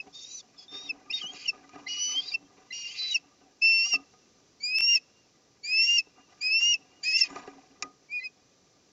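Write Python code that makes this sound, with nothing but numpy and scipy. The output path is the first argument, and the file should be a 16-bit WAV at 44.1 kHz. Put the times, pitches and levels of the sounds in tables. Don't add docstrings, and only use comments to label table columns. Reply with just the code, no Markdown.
import sys
import numpy as np
from scipy import signal
from scipy.fft import rfft, irfft, next_fast_len
from scipy.io import wavfile
from scipy.ndimage import uniform_filter1d, map_coordinates

SR = 44100
rng = np.random.default_rng(int(sys.argv[2]) if len(sys.argv) > 2 else 0)


def output_pcm(signal):
    pcm = np.clip(np.atleast_2d(signal).T, -1, 1) * 32767
    wavfile.write(sys.argv[1], SR, np.round(pcm).astype(np.int16))


def volts_from_db(level):
    exponent = np.asarray(level, float) / 20
    return 10 ** exponent


N = 393350

# start_s, pitch_hz, second_partial_db
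RISING_NOTES = [
    [(4.597, 2223, -75), (4.606, 2236, -51), (4.624, 2295, -52), (4.639, 2387, -29), (4.737, 2557, -38.5),
     (4.759, 2596, -25), (4.78, 2650, -29), (4.847, 2745, -22.5), (4.905, 2803, -25), (4.947, 2785, -24),
     (4.958, 2720, -16.5), (4.97, 2610, -31), (4.993, 2560, -80)],
    [(5.628, 2240, -70), (5.637, 2250, -45), (5.648, 2335, -36), (5.67, 2400, -39), (5.74, 2588, -30),
     (5.804, 2686, -24.5), (5.842, 2745, -22), (5.898, 2793, -35), (5.958, 2824, -30.5), (5.975, 2796, -36),
     (5.985, 2720, -18), (5.997, 2615, -29), (6.02, 2560, -74)],
    [(6.402, 2270, -80), (6.414, 2350, -36.5), (6.434, 2480, -34.5), (6.47, 2535, -27), (6.5, 2540, -37),
     (6.526, 2629, -28.5), (6.592, 2732, -26.5), (6.608, 2767, -39.5), (6.632, 2792, -31),
     (6.698, 2869, -30), (6.726, 2854, -28), (6.735, 2780, -36), (6.741, 2730, -20), (6.75, 2620, -44),
     (6.77, 2620, -72)],
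]
RISING_STRENGTH = [-23.5, -22, -22]
# pitch_hz, level_db
PITCH_CARRY = [(2230, -30), (2400, -18), (2500, -9), (2590, -3), (2630, -5), (2680, 0), (2720, -4),
               (2760, -13), (2790, 1), (2815, -1.5), (2860, -.6)]
# start_s, pitch_hz, fundamental_db, second_partial_db
BROKEN_NOTES = [
    [(1.88, 2847, -47, -54), (1.888, 2873, -40, -40), (1.912, 2905, -34, -45), (1.968, 2904, -38, -45),
     (2.02, 2960, -35, -29), (2.132, 2996, -38, -36), (2.168, 3108, -27, -53), (2.172, 3161, -27, -68),
     (2.182, 3193, -26, -52), (2.196, 3194, -26, -65), (2.206, 3215, -33, -61), (2.212, 3188, -42, -70)],
    [(3.61, 2590, -68, -85), (3.622, 2625, -23.5, -30), (3.65, 2675, -19, -27.5), (3.832, 2717, -26.5, -28),
     (3.856, 2800, -29, -31), (3.868, 2825, -39, -32), (3.908, 2825, -40, -37), (3.926, 2787, -28, -25.5),
     (3.942, 2740, -23.5, -23.5), (3.96, 2655, -22, -40), (3.967, 2700, -44, -53), (3.98, 2750, -55, -68)],
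    [(7.024, 2283, -75, -75), (7.036, 2347, -46, -32), (7.06, 2500, -31, -36.5),
     (7.084, 2552, -26.5, -28.5), (7.124, 2555, -30.5, -31.5), (7.15, 2660, -27, -25),
     (7.171, 2695, -23.5, -21.5), (7.177, 2800, -32.5, -42), (7.192, 2790, -28, -29), (7.2, 2780, -50, -52),
     (7.212, 2710, -29, -18.5), (7.223, 2685, -25, -16.5), (7.23, 2690, -31.5, -37),
     (7.236, 2640, -30, -19), (7.242, 2520, -30, -34), (7.26, 2480, -50, -52)],
    [(2.722, 2772, -46, -63), (2.73, 2771, -35, -42), (2.74, 2841, -41, -41), (2.824, 2824, -46, -44),
     (2.868, 2784, -35, -48), (2.89, 2860, -50, -59), (2.898, 2901, -42, -80), (2.918, 3161, -47, -49),
     (2.925, 3160, -49, -56)],
    [(1.203, 3130, -61, -85), (1.217, 3200, -31, -61), (1.225, 3010, -47, -59), (1.232, 2940, -37, -57),
     (1.251, 2890, -36.5, -60), (1.271, 3040, -38.5, -42), (1.283, 3190, -44, -70),
     (1.305, 3180, -38.5, -69), (1.339, 3380, -74, -48)],
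    [(0, 2650, -31, -58), (.008, 2560, -35.5, -46), (.014, 2560, -46, -55), (.03, 2580, -66, -88)],
    [(1.095, 2390, -58, -85), (1.105, 2490, -32, -39), (1.113, 2670, -36.5, -32.5),
     (1.119, 2702, -45, -41.5), (1.127, 2810, -32, -62), (1.137, 2800, -56, -73)],
    [(8.085, 2272, -66, -81), (8.105, 2300, -47, -66), (8.128, 2420, -35, -52), (8.14, 2470, -32, -62),
     (8.155, 2474, -31.5, -52), (8.177, 2440, -30.5, -55), (8.2, 2460, -36, -64), (8.211, 2430, -61, -79)],
    [(2.213, 3450, -52, -75), (2.22, 3420, -43, -66), (2.237, 3505, -57, -73), (2.26, 3740, -50, -75),
     (2.293, 4040, -42, -90), (2.307, 3800, -47, -81), (2.323, 3520, -55, -75)],
    [(2.922, 3150, -52, -55), (2.936, 3200, -61, -66), (2.97, 3870, -58, -79)],
]
# start_s, length_s, from_hz, to_hz, level_db, second_over_first_db
CLOSING_CHIPS = [(.887, .046, 2730, 2530, -29, -6), (1.453, .024, 3080, 2850, -33, -18),
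                 (1.474, .048, 2830, 2620, -25, 0), (2.334, .04, 2740, 2650, -24, -11),
                 (3.118, .024, 2950, 2950, -35, -18), (3.136, .052, 2920, 2600, -22, -3),
                 (8.226, .08, 2570, 2480, -35, -6)]
# share_of_length, share_of_glide, fundamental_db, second_partial_db
CHIP_CONTOUR = [(0, 0, -25, -30), (.2, .22, -4, -3), (.42, .62, 0, 0), (.57, 1, -1, -12),
                (.72, .9, -21, -30), (1, .7, -38, -48)]
# third_partial_hz, level_db
THIRD_OVER_SECOND = [(6600, -16.5), (7100, -7), (7500, -22.5), (8000, -31), (8600, -54.5)]
# multiple_of_pitch, level_db over the rattle
RATTLE_LINES = [(.75, -5), (1.25, -12), (1.5, -14), (1.75, -2), (2.25, -7), (2.5, -10), (2.75, -12)]
RATTLE_LEVELS = [1, 2, 4, -6, 1, 7, -7, -6, 0, -3, 0, -8, -10, -4]
# start_s, pitch_hz, second_partial_db, third_partial_db
LOW_CROAKS = [
    [(0.125, 1719, -70, -60), (0.15, 1840, -46, -57), (0.231, 1820, -52.5, -55), (0.317, 1990, -50, -50),
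     (0.383, 1997, -58, -42), (0.415, 1700, -59, -58.5)],
    [(0.565, 1810, -64, -82), (0.587, 1700, -63, -50), (0.629, 1700, -54.5, -57.5),
     (0.66, 1670, -69.5, -70.5)],
    [(0.68, 1800, -50, -66), (0.715, 1800, -50, -58), (0.752, 1820, -39.5, -49.5), (0.842, 1890, -49, -53),
     (0.868, 1870, -46, -55), (0.895, 1735, -48.5, -52)],
    [(1.128, 1810, -44, -65), (1.142, 1870, -25, -47), (1.176, 1834, -37.5, -42), (1.205, 1775, -61, -59)],
    [(1.86, 1970, -75, -88), (1.87, 2030, -44, -70), (1.884, 2160, -51, -83.5)],
    [(2.312, 2346, -53, -72.5), (2.324, 2377, -35.5, -72), (2.336, 2400, -44, -66)],
    [(2.703, 2007, -69, -78), (2.71, 2016, -43.5, -62), (2.727, 2090, -55, -77)],
    [(2.955, 1960, -61, -77), (2.99, 1995, -41, -66), (3, 2015, -32, -63), (3.1, 1975, -35, -58),
     (3.115, 1950, -30, -56), (3.133, 1915, -29, -58), (3.142, 1930, -53.5, -44)],
    [(8.193, 1984, -61, -73), (8.231, 2062, -51.5, -78), (8.247, 2090, -62, -73), (8.265, 2063, -75, -80)],
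]
CROAK_CHOKE = [-35, -35, -45, -50, 11, -6, 6, -40, 11]
CROAK_HOARSENESS = [1, .9, .3, .2, .1, .1, .1, .2, .1]
# start_s, length_s, low_band_end_db, swell_db, middle_over_low_db, high_over_low_db
BREATHS = [(.13, .29, -71, 5, 16, 20), (.57, .09, -80, 0, 21, 16), (.705, .2, -69, -2, 9, 5),
           (1.095, .04, -66, 0, 5, 0), (1.12, .125, -61, -10, 11, -1), (1.225, .12, -72, 0, 5, 8),
           (1.33, .19, -60, 2, 8, 4), (1.865, .35, -54, 3, 9, -6), (2.195, .17, -63, 3, 17, 3),
           (2.715, .255, -58, 0, 8, 2), (2.95, .17, -50, 4, 6, -5), (3.1, .09, -59, -8, 10, 7),
           (3.61, .365, -54, 7, 9, 5), (4.605, .385, -49, 28, -3, 2), (5.63, .2, -54, 12, -1, 2),
           (5.81, .205, -52, 0, 3, 8), (6.404, .2, -66, -3, 8, 6), (6.585, .18, -56, -1, 3, 10),
           (7.025, .165, -53, 4, 1, 7), (7.17, .055, -46, 0, 2, 11), (7.21, .075, -56, 0, 4, 2),
           (8.1, .19, -82, -4, 14, 5)]
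BREATH_SWELL_SHARE = [.8, .4, 1]
# center_hz, single_pass_width_hz, level_db
RASP_MODES = [(1650, 90, -19.5), (2093, 110, -1), (2510, 190, 7), (2700, 320, 8), (3154, 140, 3.5),
              (3840, 83, -3), (3998, 210, -11), (4497, 130, -1.5), (4756, 110, -1.5), (5145, 240, -4),
              (5360, 350, -7), (6010, 230, -6), (6467, 190, -5.5), (6834, 120, -5), (7230, 220, -14.5)]
# center_hz, width_hz, level_db
MOUNT_MODES = [(44.6, 70, -26.5), (177.9, 56, -18.5), (281.4, 12.3, -1), (404, 50, -10), (745, 49, -5),
               (995, 61, -14.5), (1195, 31, -5), (1507, 29, -15.5), (1657, 42, -13.5), (1987, 50, -13),
               (2416, 120, -13.5), (2820, 87, -17.5), (3860, 290, -26.5), (4640, 130, -23),
               (5600, 400, -21.5), (6990, 180, -25.5)]
# start_s, level_db, brightness_db_per_octave, long_ring_db
NEST_TAPS = [(0.072, -44, -4, -30), (0.723, -40, -6.5, -15.5), (0.823, -32.5, -8.5, -29),
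             (1.216, -43, 0, 4), (1.332, -48, 0.5, -19), (1.529, -34.5, -11, -9), (1.691, -36.5, -4, -7),
             (1.757, -26, -8.5, -11.5), (2.09, -36, -11.5, -3), (2.425, -45, -22.5, -24),
             (3.017, -35.5, -8.5, -14), (3.932, -21.5, -4.5, -9.5), (4.136, -40.5, -5.5, -8.5),
             (6.068, -40.5, -14, -25), (6.607, -35, -1, -10), (7.358, -19, -7, -11), (7.385, -39, -10, -20),
             (7.474, -18, -11, -26), (7.823, -21, 1, -6)]
# peak_s, level_db, brightness_db_per_octave, time_to_fall_20_db_s
STICK_SCUFFS = [(.07, -54, -7.5, .07), (.74, -47.5, -4, .15), (.85, -53, -7, .7), (1.1, -56, -6, .1),
                (1.24, -50, -4, .2), (1.34, -49.5, -1, .15), (1.55, -50, -5, .2), (1.76, -44.5, -4.5, .17),
                (2.11, -51.5, -3.5, .4), (2.4, -58, -14, .15), (2.58, -56.5, -4, .2), (3.43, -60, -8.5, .1),
                (3.86, -60, 3, .06), (3.955, -47, -7.5, .1), (4.8, -65.5, -4.5, .1), (5.81, -60, -12, .08),
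                (6.18, -57, -3.5, .08), (6.31, -61, 0, .4), (6.66, -58.5, -9, .2), (7.22, -58, 2, .2),
                (7.3, -42, -3, .35), (7.37, -44, -1, .12), (7.44, -49, -3, .08), (7.52, -55, -6, .25),
                (7.84, -47, -9, .08)]
# time_s, level_db
NEST_CREAK = [(0, -72), (1, -64), (3.3, -66), (3.6, -72), (5.7, -72), (7.1, -66), (7.7, -72), (9, -74)]
# frequency_hz, density_db_per_hz
HISS_SPECTRUM = [(15, -62.5), (25, -22), (103, -7.5), (151, -5.5), (349, -6.5), (433, -6), (551, -9.5),
                 (848, -17.5), (1130, -18), (1440, -20.5), (3170, -20.5), (5770, -13), (7690, -22.5),
                 (10000, -60), (16900, -120)]
DROPOUTS = [4.78650, 4.80785]


def unit(x):
    return x / np.sqrt(np.mean(x ** 2) + 1e-20)


def wobble(n, rate_hz):
    knots = rng.standard_normal(int(n * rate_hz / SR) + 4)
    return map_coordinates(knots, [np.arange(n) * rate_hz / SR])


def fade(n, edge_s):
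    k = np.arange(n)
    ramp = np.clip(np.minimum(k, n - k) / (edge_s * SR), 0, 1)
    return np.sin(np.pi / 2 * ramp) ** 2


def filtered(x, response):
    size = next_fast_len(len(x) + SR // 2)
    spectrum = rfft(x, size) * response(np.fft.rfftfreq(size, 1 / SR))
    return irfft(spectrum, size)[:len(x)]


def resonance(center_hz, width_hz, level_db, f):
    damping = 1j * f * width_hz
    return volts_from_db(level_db) * damping / (center_hz ** 2 - f ** 2 + damping)


def smoothed_controls(rows):
    s, *columns = np.transpose(rows)
    start = round(s[0] * SR)
    t = np.arange(start, min(round(s[-1] * SR), N)) / SR
    curves = [np.interp(t, s, column) for column in columns]
    for _ in range(2):
        curves = uniform_filter1d(curves, size=100, mode="nearest")
    return start, curves


def voice(table):
    for rows in table:
        start, (hz, *levels) = smoothed_controls(rows)
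        yield slice(start, start + len(hz)), hz, 2 * np.pi * np.cumsum(hz) / SR, levels


def partial(phase, level_db, flutter_db, smear_rad):
    n = len(phase)
    level = volts_from_db(level_db + flutter_db * wobble(n, 120))
    return np.sqrt(2) * fade(n, 0.0025) * level * np.sin(phase + smear_rad * wobble(n, 200))


def rising_whistles():
    onset_s, release_s, edge_db = .012, .02, -25
    for (at, hz, phase, (second,)), strength_db in zip(voice(RISING_NOTES), RISING_STRENGTH):
        t = np.arange(len(hz)) / SR
        edges = edge_db * (np.clip(1 - t / onset_s, 0, 1) + np.clip(1 - t[::-1] / release_s, 0, 1))
        first = strength_db + edges + np.interp(hz, *np.transpose(PITCH_CARRY))
        yield at, hz, phase, (first, second)


def chips():
    return [[(start + share * length, from_hz + glide * (to_hz - from_hz),
              level_db + first_db, level_db + over_db + second_db)
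             for share, glide, first_db, second_db in CHIP_CONTOUR]
            for start, length, from_hz, to_hz, level_db, over_db in CLOSING_CHIPS]


def whistled_notes(low_breath):
    out = np.zeros(N)
    whistles = [*rising_whistles(), *voice(BROKEN_NOTES + chips())]
    for n, (at, hz, phase, (first, second)) in enumerate(whistles):
        third = second + np.interp(3 * hz, *np.transpose(THIRD_OVER_SECOND))
        out[at] += partial(phase, first, .3, .02)
        out[at] += partial(2 * phase + 4, second, .5, .04)
        out[at] += partial(3 * phase, third, 1.2, .1)
        rattle = sum(partial(k * phase, db, 4, .65) for k, db in RATTLE_LINES)
        rattle_db = RATTLE_LEVELS[min(n, len(RATTLE_LEVELS) - 1)]
        out[at] += volts_from_db(rattle_db) * low_breath[at] * rattle
    return out


def croaks():
    out = np.zeros(N)
    for (at, _, phase, (second, third)), choke_db, hoarse in zip(
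            voice(LOW_CROAKS), CROAK_CHOKE, CROAK_HOARSENESS):
        out[at] += partial(phase, second + choke_db, .8, .1)
        out[at] += partial(2 * phase, second, 4 * hoarse, hoarse)
        out[at] += partial(3 * phase, third, 3, .7 + hoarse)
    return out


def turbulence():
    gains = np.zeros((3, N))
    for start, length, low_db, swell_db, middle_db, high_db in BREATHS:
        n = round(length * SR)
        band_db = np.array([[high_db], [middle_db], [0]])
        swell = swell_db * np.outer(BREATH_SWELL_SHARE, np.linspace(1, 0, n))
        gains[:, round(start * SR):][:, :n] += volts_from_db(low_db + band_db - swell) * fade(n, .02)
    return gains


def rasp(tone, breath):
    clear = 1 / (1 + uniform_filter1d(np.abs(tone), size=900) / volts_from_db(-35))
    out = np.zeros(N)
    for gain, modes in zip(breath, (RASP_MODES[11:], RASP_MODES[6:11], RASP_MODES[:6])):
        hiss = rng.standard_normal(N) * volts_from_db(2 * wobble(N, 60))
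        for hz, width, level_db in modes:
            band = unit(filtered(hiss, lambda f: resonance(hz, width, 0, f) ** 2))
            band = band * volts_from_db(level_db + 1.5 * wobble(N, 12))
            out += gain * band * (clear if 2300 < hz < 4100 else 1)
    return out


def echo(x, t60_s, delay_s):
    t = np.arange(SR) / SR
    tail = rng.standard_normal(SR) * volts_from_db(-60 * t / t60_s) * (t > delay_s)
    return signal.fftconvolve(x, tail / np.linalg.norm(tail))[:N]


def bird_echoes(bird):
    near = volts_from_db(-25) * echo(bird, t60_s=.09, delay_s=.002)
    water = volts_from_db(-41.5) * echo(bird, t60_s=.6, delay_s=.023)
    shore = np.pad(echo(bird, t60_s=.12, delay_s=0), (round(.27 * SR), 0))[:N]
    shore = volts_from_db(-48) * filtered(shore, lambda f: 1 / (1 + (f / 4500) ** 4))
    return near + water + shore


def shifting_sticks():
    build_s, creak_tilt_db = .05, -2
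    t = np.arange(N) / SR
    power = volts_from_db(2 * np.interp(t, *np.transpose(NEST_CREAK)))
    weighted_tilt = power * creak_tilt_db
    for peak_s, level_db, bright, fall_s in STICK_SCUFFS:
        away = np.maximum((peak_s - t) / build_s, (t - peak_s) / fall_s)
        scuff = volts_from_db(2 * (level_db - 20 * away))
        power = power + scuff
        weighted_tilt = weighted_tilt + scuff * bright
    return 10 * np.log10(power), weighted_tilt / power


def nest():
    level_db, bright = shifting_sticks()
    clumps_db = 2 * wobble(N, 70) + 2 * wobble(N, 400)
    octaves = np.clip(np.log2(np.array(MOUNT_MODES)[:, 0] / 700), -1, None)
    t = np.arange(SR // 2) / SR
    burst_shape = volts_from_db(-60 * t / .019) * (1 - np.exp(-t / .0033))
    bursts = rng.standard_normal((len(NEST_TAPS), len(t))) * burst_shape
    out = np.zeros(N + SR)
    for k, (mode, octave) in enumerate(zip(MOUNT_MODES, octaves)):
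        grains = unit(rng.standard_normal(N) * volts_from_db(clumps_db + 3.5 * wobble(N, 50)))
        push = grains * volts_from_db(level_db + 23.5 + (bright + 2) * octave)
        for (s, tap_db, tilt, _), burst in zip(NEST_TAPS, bursts):
            push[round(s * SR):][:len(t)] += burst * volts_from_db(tap_db + 22 + (tilt + 6) * octave)
        out[:N] += (-1) ** k * filtered(push, lambda f: resonance(*mode, f))
    ring_hz, ring_t60_s = 1235, .21
    ring = np.sin(2 * np.pi * ring_hz * t) * volts_from_db(-60 * t / ring_t60_s) * (1 - np.exp(-t / .0016))
    for s, tap_db, _, ring_db in NEST_TAPS:
        out[round(s * SR):][:len(t)] += volts_from_db(tap_db + ring_db - 9) * ring
    return out[:N]


def air():
    hz, density_db = np.transpose(HISS_SPECTRUM)

    def colour(f):
        capsule_db = 6 * np.exp(-((f - 6010) / 110) ** 2)
        return volts_from_db(np.interp(np.log(f + 1), np.log(hz + 1), density_db) + capsule_db)

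    hiss = unit(filtered(rng.standard_normal(N), colour))
    return volts_from_db(-64.5 + 0.6 * wobble(N, 2)) * hiss


def scene():
    breath = turbulence()
    tone = whistled_notes(breath[2]) + croaks()
    bird = tone + rasp(tone, breath)
    return (bird + bird_echoes(bird) + nest() + air())[None]


def top_cut(x):
    return signal.sosfilt(signal.butter(12, 15719, fs=SR, output="sos"), x)


def record(dry):
    cutoff_hz, return_s = 7650, .019
    x = filtered(dry[0], lambda f: 1 / (1 + (f / cutoff_hz) ** 60))
    t = np.arange(N) / SR
    for s in DROPOUTS:
        ramp = np.sin(np.pi / 2 * np.clip((t - s) / return_s, 0, 1)) ** 1.5
        x = x * np.where(t < s, 1, ramp)
    x = x + volts_from_db(-91.5) * rng.standard_normal(N)
    return top_cut(x[None])


dry = scene()
out = record(dry)
output_pcm(out)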